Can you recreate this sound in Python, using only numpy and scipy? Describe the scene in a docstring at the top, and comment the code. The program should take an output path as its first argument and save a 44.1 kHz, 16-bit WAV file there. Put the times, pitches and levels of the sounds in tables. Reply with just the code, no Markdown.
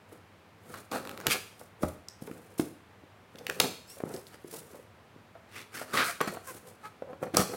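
"""Scissors slit the packing tape of a cardboard box on a glass table, close by in a quiet room with a faint hum.
The box first knocks and slides softly; a short cut at about 1 s ends in a sharp snap and rasping pushes.
Then the box is turned: it slides and knocks, hands brush over it, and taut tape snaps loudly at 3.6 s.
A longer cut follows from 5.6 s with creaks and knocks, and after more handling a last push at 7.35 s.
Rasps and slides are streams of tiny slips through filters; snaps and knocks are bursts with dying tones."""
import sys
import numpy as np
from scipy import signal
from scipy.io import wavfile
from scipy.ndimage import uniform_filter1d

SR = 44100
rng = np.random.default_rng(int(sys.argv[2]) if len(sys.argv) > 2 else 0)


def persist_wave(psi):
    """Save psi, clipped to +-1, as 16-bit WAV."""
    counts = np.round(np.clip(psi, -1, 1) * 32767).astype(np.int16)
    wavfile.write(sys.argv[1], SR, np.atleast_2d(counts).T)


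N = 333704  # length of the scene [samples]
EDGE_HZ = 16050  # upper limit of the sound
TAPS = 2048  # length of the colouring filters [samples]
HZ = np.maximum(np.fft.rfftfreq(TAPS, 1 / SR), 1)  # frequencies at which filters are drawn [Hz]

# low tones of the struck box: (frequency [Hz], level [dB], time to fall 60 dB [s])
BOX_MODES = [(110, -12.5, 0.072), (168, -6, 0.048), (292, -5, 0.043), (446, -11, 0.063)]


def stroke(s, rise_s, hold_s, rasp_db, drone_db, fizz_db, tape_hz):
    """The blade tears through tape; the same slips ring tape and lid, shake the box and fizz at the edge."""
    # resonances of the taut tape: (multiple of its pitch [ratio], width [Hz], level [dB])
    tape_modes = [(1, 200, -7.5), (1.3, 220, -9), (1.85, 243, -12), (3.2, 420, -10.5)]
    # spectra of the three parts: (frequency [Hz], relative level [dB])
    rasp_spectrum = [(300, -48), (750, -12), (1200, 5.5), (2500, 3.5), (4800, -0.5), (6500, -13.5),
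                     (10000, -44.5)]
    drone_spectrum = [(25, -33.5), (50, -18), (110, -3), (260, 6), (480, -1), (700, -1), (1200, -15.5),
                      (3000, -54)]
    fizz_spectrum = [(2500, -39), (6000, -2.5), (9000, 2.5), (16000, -5.5)]
    # the tape yields during a push, then the blade comes free
    start, force = gesture(s, rise_s, hold_s, sag_db=3, release_s=0.03)
    size = len(force)
    tear = slips(size, per_s=1500, spread_db=0.2, clump_db=0.45, clump_s=0.0045)
    taut = np.zeros(size)
    for multiple, width, db in tape_modes:
        # the free length of tape changes as the blade advances, so each resonance wanders
        wandering_hz = tape_hz * multiple * np.exp(0.08 * wobble(size, over_s=0.025))
        taut += amp(db) * unit(resonate(tear, wandering_hz, width))
    tape_peak_db = hump(tape_hz, below_db=2.0, above_db=-0.5)
    rasp = unit(colour(tear + taut, read(rasp_spectrum) + 0.76 * lid() + tape_peak_db))
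    drone = unit(colour(tear, read(drone_spectrum) + lid()))
    fizz = unit(colour(tear, read(fizz_spectrum)))
    return start, force * (amp(rasp_db) * rasp + amp(drone_db) * drone + amp(fizz_db) * fizz)


def tick(s, db, bright_hz, length_s, tail_db):
    """A short run of tape gives way: a burst of uneven fractures, a high ringing tail and a jolt of the box."""
    # tones of the high ringing tail: (frequency [Hz], level [dB], time to fall 60 dB [s])
    tail_tones = [(2487, -2, 0.46), (2850, -5, .35), (3290, -3.5, .4), (4260, -2, 0.52), (4380, -3.5, .45),
                  (5950, -1.5, 0.28), (7483, -0.5, .36), (9889, -15, 0.27), (12720, -10.5, 0.25)]
    blur_hz = 260  # each tone of the ringing tail is widened into a narrow noisy band
    thump_db = -20  # jolt of the box, relative to the snap
    t = np.arange(SR // 2) / SR
    # about three samples in ten hold a fracture
    fractures = unit(rng.standard_normal(len(t)) * (rng.random(len(t)) < .3))
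    crack = fractures * np.exp(-(t / max(length_s, 2e-4)) ** 3)
    crack[0] += 2.2  # the first fracture is a large one
    # away from the peak the spectrum levels off: the fractures are bright, the more so in a bright snap
    fine_db = hump(12500, below_db=0.5, above_db=1.0) - 15.0 + 3.5 * np.log2(bright_hz / 3000)
    peak_db = hump(bright_hz * 0.74, below_db=18, above_db=11.5)
    snap = sized(colour(crack, np.maximum(peak_db, fine_db) + lid()), db)
    ringing = sum(ring([tone], t) * wobble(len(t), 1 / blur_hz) for tone in tail_tones)
    return s, snap + sized(ringing, db + tail_db) + sized(ring(BOX_MODES, t), db + thump_db)


def slide(s, rise_s, hold_s, rumble_db, hiss_db):
    """Cardboard judders over the table while skin and sleeve brush its face."""
    # spectra of cardboard and of brushing: (frequency [Hz], relative level [dB])
    rumble_spectrum = [(50, -39), (130, 1.5), (280, 1.5), (480, -0.5), (700, -5), (1000, -13.5),
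                       (2000, -17), (5000, -53)]
    brush_spectrum = [(700, -12), (3000, -2.5), (6500, -0.5), (9500, 3.5), (16000, -3)]
    # friction slows a shove, then the box comes to rest
    start, speed = gesture(s, rise_s, hold_s, sag_db=3, release_s=0.08)
    judder = slips(len(speed), per_s=2200, spread_db=1.5, clump_db=5, clump_s=0.011)
    fibres = slips(len(speed), per_s=9200, spread_db=2.0, clump_db=3.75, clump_s=0.008)
    rumble = unit(colour(judder, read(rumble_spectrum) + lid()))
    hiss = unit(colour(fibres, read(brush_spectrum)))
    return start, speed * (amp(rumble_db) * rumble + amp(hiss_db) * hiss)


def creak(s, length_s, db, pitch_hz, glide, centre_hz):
    """Rubbing cardboard or tape catches and slips at a nearly steady rate: a short, hoarse, pitched squeak."""
    arch = 0.0556  # the pitch bends up by about this share toward the middle
    jitter = 0.028  # unsteadiness of the pitch, as a share of it
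    roughness = 0.3  # noise, relative to the pitched part
    u = np.arange(-.5, .5, 1 / (length_s * SR))  # place within the creak, 0 in the middle
    bend = glide * u - arch * (2 * u) ** 2 + jitter * wobble(len(u), over_s=0.0038)
    turns = np.cumsum(pitch_hz * np.exp(bend)) / SR
    # all harmonics together make one sharp pulse per slip
    pulses = sum(np.cos(2 * np.pi * k * turns) for k in np.arange(1, EDGE_HZ / pitch_hz))
    rub = unit(pulses) + roughness * rng.standard_normal(len(u))
    voiced = unit(colour(rub, hump(centre_hz, below_db=12.5, above_db=15) + lid()))
    return s - length_s / 2, amp(db) * voiced * np.cos(np.pi * u)


def knock(s, db, hz, length_s):
    """A panel flexes in two modes for a few cycles, flaps chatter, and the box rings."""
    t = np.arange(SR // 5) / SR
    dying = np.exp(-t / max(length_s * 0.65, 5e-4))
    low_mode = np.sin(2 * np.pi * hz * t)
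    high_mode = amp(-15) * np.sin(2 * np.pi * hz * 2.05 * t)
    flex = unit(dying * (low_mode + high_mode))
    clatter = rng.choice([-1, 1], len(t)) * dying
    chatter = unit(colour(clatter, hump(hz, below_db=6.0, above_db=6.0) + lid()))
    # higher-pitched knocks chatter more
    blow = flex + hz / 660 * chatter + amp(-6.5) * unit(ring(BOX_MODES, t))
    # the soft contact cuts the treble, and a small panel radiates little deep bass
    treble_cut = 1 + (HZ / (hz * 1.5)) ** 2.2
    bass_cut = 1 + (hz * 0.43 / HZ) ** 4
    contact_db = -10 * np.log10(treble_cut * bass_cut)
    return s, sized(colour(blow, np.maximum(contact_db, -26)), db)


def lid():
    """The taped lid resonates in every cut and blow: its lift in dB at each frequency."""
    # resonances of the lid: (frequency [Hz], width [Hz], lift [dB])
    lid_modes = [(482, 96, 8.5), (834, 100, 3.5), (1325, 560, 6), (2290, 520, 1.5), (4250, 240, 2.5),
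                 (5600, 720, 3.5), (8170, 3400, 1)]
    return sum(db / (1 + (2 * (HZ - hz) / width) ** 2) for hz, width, db in lid_modes)


def room(x):
    """A few near reflections, then a tail in which each band dies at its own speed."""
    # how long the room rings: (frequency [Hz], time to fall 60 dB [s])
    decay_times = [(100, 0.38), (400, 0.4), (1000, 0.38), (2800, 0.46), (7000, 0.47), (15000, 0.42)]
    # reflections from table, walls and floor: (delay [s], level [dB])
    reflections = [(.0055, -11.5), (0.0124, -11), (0.0203, -23)]
    taps = rng.choice([-1., 1.], SR) * (rng.random(SR) < 6000 / SR)  # about 6000 echoes in 1 s
    hz, t, bands = signal.stft(taps, SR, nperseg=256)
    decay = amp(-60 * t / read(decay_times, hz)[:, None])
    tail = signal.istft(bands * decay, SR, nperseg=256)[1]
    tail *= np.clip((np.arange(len(tail)) / SR - .005) / .009, 0, 1)  # fades in from 5 to 14 ms
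    tail /= np.linalg.norm(tail)
    for delay, db in reflections:
        add(tail, delay, amp([db]))
    return signal.fftconvolve(x, tail)[:N]


def background():
    """Steady air noise is coloured random noise; a faint hum is a sine tone."""
    # spectrum of the quiet room: (frequency [Hz], relative level [dB])
    air_spectrum = [(15, -87), (25, -39.5), (102, 4), (134, -9.5), (161, -4.5), (229, -5), (270, -10),
                    (439, -9), (591, -10), (1100, -12), (2220, -17), (6560, -33), (12200, -37),
                    (16000, -40)]
    # tones of the hum: (frequency [Hz], level [dB])
    hum_tones = [(101, -70)]
    t = np.arange(N) / SR
    hum = np.zeros(N)
    for hz, db in hum_tones:
        hum += amp(db) * np.sqrt(2) * np.sin(2 * np.pi * (hz * t + rng.random()))
    air = unit(colour(rng.standard_normal(N), read(air_spectrum)))
    return amp(-57.5) * air + hum


def gesture(s, rise_s, hold_s, sag_db, release_s):
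    """Start time and envelope of one move of the hand: it swells, sags a little while held, and dies away."""
    swell_db = 19.5  # gained in each rise time and lost in each release time; both last two such times
    t = np.arange(-2 * rise_s, hold_s + 2 * release_s, 1 / SR)
    corners = [-2 * rise_s, 0, hold_s, hold_s + 2 * release_s]
    levels_db = [-2 * swell_db, 0, -sag_db, -sag_db - 2 * swell_db]
    return s + t[0], amp(np.interp(t, corners, levels_db))


def slips(size, per_s, spread_db, clump_db, clump_s):
    """Stick and slip: tiny releases of uneven size that come in louder and softer clumps."""
    uneven_db = spread_db * np.minimum(rng.exponential(1, size), 3)
    sizes = amp(uneven_db + clump_db * wobble(size, clump_s))
    happens = rng.random(size) < per_s / SR
    return unit(sizes * rng.choice([-1, 1], size) * happens)


def wobble(size, over_s):
    """Smooth chance of rms 1 that changes within over_s."""
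    width = max(int(over_s * SR), 1)
    return unit(uniform_filter1d(rng.standard_normal(size), width, mode="wrap"))


def ring(modes, t):
    """Tones that die away, each at its own speed."""
    return sum(amp(db - 60 * t / t60) * np.sin(2 * np.pi * hz * t) for hz, db, t60 in modes)


def resonate(x, hz, width):
    """A resonance of gain 1 whose frequency can follow a curve."""
    turn = np.exp(2j * np.pi * np.cumsum(hz * np.ones(len(x))) / SR)
    r = np.exp(-np.pi * width / SR)
    # shift the resonance down to 0 Hz, smooth there, and shift back
    return 2 * (turn * signal.lfilter([1 - r], [1, -r], x / turn)).real


def hump(hz, below_db, above_db):
    """A rounded peak at hz whose skirts fall by so many dB an octave (a negative fall rises)."""
    octaves = np.log2(HZ / hz)
    return -np.where(octaves < 0, below_db, above_db) * (np.hypot(octaves, .5) - .5)


def colour(x, db):
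    """Filter with the given gain on the HZ grid that acts only after each sound arrives."""
    log_gain = np.log(amp(np.r_[db, db[-2:0:-1]]))
    # the Hilbert transform finds the phase that makes the filter respond at once
    response = np.fft.ifft(np.exp(np.conj(signal.hilbert(log_gain)))).real
    return signal.oaconvolve(x, response)[:len(x)]


def read(points, hz=HZ):
    """Reads a curve of (frequency, value) points along a log-frequency axis."""
    f, value = np.transpose(points)
    return np.interp(np.log(hz + 1), np.log(f + 1), value)


def amp(db):
    """Decibels to gain."""
    return 10 ** (np.asarray(db) / 20)


def unit(x):
    """Scales to rms 1."""
    return x / np.sqrt(np.mean(x ** 2) + 1e-20)


def sized(x, db):
    """Scales a blow so that its energy, spread over 5 ms, has the level db."""
    return amp(db) * x * np.sqrt(.005 * SR / np.sum(x ** 2))


def add(mix, s, sound):
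    """Mixes a sound in at time s."""
    part = mix[max(round(s * SR), 0):][:len(sound)]
    part += sound[:len(part)]


def track(sounds):
    """Lays (time, sound) pairs on one track."""
    mix = np.zeros(N)
    for s, sound in sounds:
        add(mix, s, sound)
    return mix


def scene():
    """All the handling, direct and through the room, over the background."""
    # pushes of the blade: (full force at [s], rise [s], hold [s], rasp [dB], box drone [dB], fizz [dB],
    # pitch of the taut tape [Hz])
    pushes = [ (0.741, 0.042, 0.048, -51, -51, -72, 1130), (0.919, 0.0088, 0.063, -39.5, -35.5, -46, 1290),
              (0.992, 0.014, 0.23, -57, -47, -61.5, 1300), (1.262, 0.033, 0.026, -44, -37, -57, 1420),
              (1.309, .016, 0.024, -27, -39.5, -30.5, 2710), (1.346, 0.011, 0.012, -37, -35.5, -54, 1100),
              (4.344, 0.055, 0.0095, -53.5, -54, -61, 1570), (5.565, 0.064, 0.053, -45.5, -54, -53.5, 1900),
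              (5.749, 0.025, 0.078, -42.5, -49, -46.5, 1620), (5.901, 0.045, 0.042, -50, -52.5, -56, 1380),
              (5.939, .014, 0.063, -31, -36.5, -39.5, 1050), (5.972, 0.0054, 0.057, -25.5, -37, -43, 1230),
              (6.046, 0.021, 0.063, -34.5, -47.5, -38.5, 1320), (6.278, .015, 0.0087, -36, -35, -44, 1370),
              (6.478, 0.05, 0.028, -53, -54, -46, 1540), (6.861, 0.066, 0.014, -53.5, -59, -59.5, 1290),
              (7.348, 0.014, 0.026, -36, -30.5, -43.5, 1120),
              (7.372, 0.006, 0.042, -31, -27.5, -31.5, 1050)]
    # tape ticks and snaps: (time [s], level [dB], brightness, the peak lies at 0.74 of it [Hz], length [s],
    # level of the ringing tail relative to the snap [dB])
    snaps = [(0.74, -38.5, 1590, 0.0072, -37), (0.915, -42, 5400, 0.004, -9.5),
             (0.957, -44, 3000, 0.002, -33.5), (1.052, -42.5, 2000, 0.0018, -30),
             (1.073, -40, 1900, 0.0018, -26), (1.094, -38, 2200, 0.0015, -29.5),
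             (1.113, -43, 2200, 0.0018, -28.5), (1.176, -40.5, 1900, 0.0012, -26),
             (1.202, -42, 1700, 0.0018, -15), (1.212, -44, 1900, 0.002, -30),
             (1.2685, -21, 5000, 0.0008, -21), (1.2706, -25.5, 3000, 0.0025, -15),
             (2.085, -39, 7200, 0.003, -43), (2.273, -49.5, 2200, 0.004, -40),
             (2.314, -47.5, 1690, 0.0022, -40), (2.598, -37, 2400, 0.0032, -40),
             (3.357, -50.5, 2780, 0.0022, -22.5), (3.3855, -47, 4720, 0.008, -21),
             (3.467, -31.5, 3600, 0.0029, -14.5), (3.498, -27, 2600, 0.0025, -19.5),
             (3.6, -15.5, 4830, 0.0043, -11.5), (4.139, -46.5, 6720, 0.0028, -36),
             (4.164, -46, 6770, 0.0009, -37), (4.2687, -50.5, 5100, 0.00028, -40),
             (5.973, -43, 1900, 0.004, -16), (6.2127, -23, 1440, 0.004, -14.5),
             (6.277, -41, 1300, 0.0045, -28), (6.349, -43, 1500, .002, -28),
             (7.233, -41.5, 1500, 0.0091, -14), (7.369, -17, 8000, 0.003, -12)]
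    # shoves of box and hands: (full speed at [s], rise [s], hold [s], cardboard rumble [dB], brushing hiss [dB])
    shoves = [ (0.129, 0.064, 0.011, -53, -62), (0.687, 0.058, 0.13, -50.5, -55),
              (1.603, 0.05, 0.025, -55, -57), (1.831, 0.024, 0.0062, -33, -45),
              (1.882, 0.023, 0.012, -53, -51.5), (2.225, 0.028, 0.16, -51, -58.5),
              (2.42, 0.032, 0.3, -60.5, -65.5), (2.579, 0.0022, 0.0081, -55, -39.5),
              (2.602, 0.0074, 0.013, -39.5, -45.5), (3.378, 0.085, 0.066, -50.5, -64.5),
              (3.5, 0.063, 0.13, -43.5, -55), (3.611, 0.01, 0.044, -32, -39),
              (3.904, 0.042, 0.077, -65, -52), (4.075, 0.064, 0.089, -46, -55),
              (4.143, 0.029, 0.032, -47.5, -49.5), (4.273, 0.047, 0.045, -69, -59),
              (4.545, .11, 0.047, -47.5, -46.5), (4.657, 0.037, 0.15, -52, -61),
              (6.325, 0.037, 0.046, -47, -54.5), (6.526, 0.072, 0.048, -49.5, -51),
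              (6.676, 0.059, 0.027, -48, -56), (7.103, 0.064, 0.027, -49, -75),
              (7.232, 0.029, 0.0088, -35.5, -57), (7.531, 0.096, 0.049, -41, -51)]
    # creaks of flaps and squeaks of tape: (middle [s], length [s], level [dB], slip rate [Hz],
    # glide [share of the rate], centre [Hz])
    squeaks = [(3.909, .08, -52.5, 2780, 0.12, 6000), (6.096, 0.036, -36, 700, 0.035, 910),
               (6.247, 0.053, -42.5, 261.4, 0.037, 1320), (6.295, .045, -43, 195, -0.39, 201),
               (6.495, 0.059, -43.5, 535, -0.046, 1025), (6.68, 0.047, -52, 263, -0.081, 560),
               (6.858, 0.054, -43, 433.3, 0.013, 1050), (7.105, .06, -45, 253, 0, 530)]
    # knocks of box and flaps: (time [s], level [dB], pitch [Hz], length, the decay takes 0.65 of it [s])
    blows = [(0.1274, -44.5, 322, 0.014), (0.959, -31.5, 644, 0.0089), (1.27, -41, 656, 0.0062),
             (1.277, -31, 145, .015), (1.613, -44.5, 600, 0.0078), (1.832, -23, 610, 0.011),
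             (1.835, -22, 220, 0.0026), (1.837, -27, 85, 0.035), (2.2214, -35.5, 234, 0.0051),
             (2.277, -36, 435, 0.011), (2.312, -35, 285, 0.0041), (2.596, -18, 324, 0.0085),
             (3.036, -47, 342, 0.004), (3.6029, -23.5, 890, 0.0039), (3.645, -33.5, 325, 0.0048),
             (3.969, -44.5, 560, 0.018), (4.003, -35, 626, 0.0055), (4.037, -26, 363, 0.0019),
             (4.142, -33.5, 375, 0.012), (4.4455, -37.5, 359, 0.011), (4.539, -36.5, 462, 0.02),
             (4.745, -43, 573, 0.022), (5.162, -47, 340, 0.0026), (5.353, -43.5, 665, 0.019),
             (5.815, -33.5, 627, 0.011), (6.205, -26.5, 1253, 0.011), (6.21, -22.5, 473, 0.012),
             (6.277, -31.5, 655, 0.0065), (6.325, -41.5, 550, 0.0046), (6.345, -41, 710, 0.0047),
             (6.37, -35, 678, 0.008), (7.022, -31.5, 520, 0.0051), (7.131, -37.5, 526, 0.0095),
             (7.228, -25.5, 515, 0.012), (7.338, -31, 297, 0.012), (7.3702, -22, 673, 0.0042),
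             (7.3925, -21, 193, 0.025)]
    cutting = track(stroke(*row) for row in pushes)
    ticks = track(tick(*row) for row in snaps)
    sliding = track(slide(*row) for row in shoves) + track(creak(*row) for row in squeaks)
    knocks = track(knock(*row) for row in blows)
    wet = room(amp(-9.0) * cutting + amp(-11.5) * sliding + amp(-9.0) * ticks + amp(-7.5) * knocks)
    return (cutting + sliding + ticks + knocks + wet + background())[None]


def record(dry):
    """The small microphone loses the deepest bass; then everything above EDGE_HZ is cut."""
    bass_cut = signal.butter(2, 45, "highpass", fs=SR, output="sos")
    thin = signal.sosfilt(bass_cut, dry)
    band_limit = signal.firwin(401, EDGE_HZ, window=("kaiser", 9), fs=SR)
    return signal.oaconvolve(thin, band_limit[None], "same")


dry = scene()
out = record(dry)
persist_wave(out)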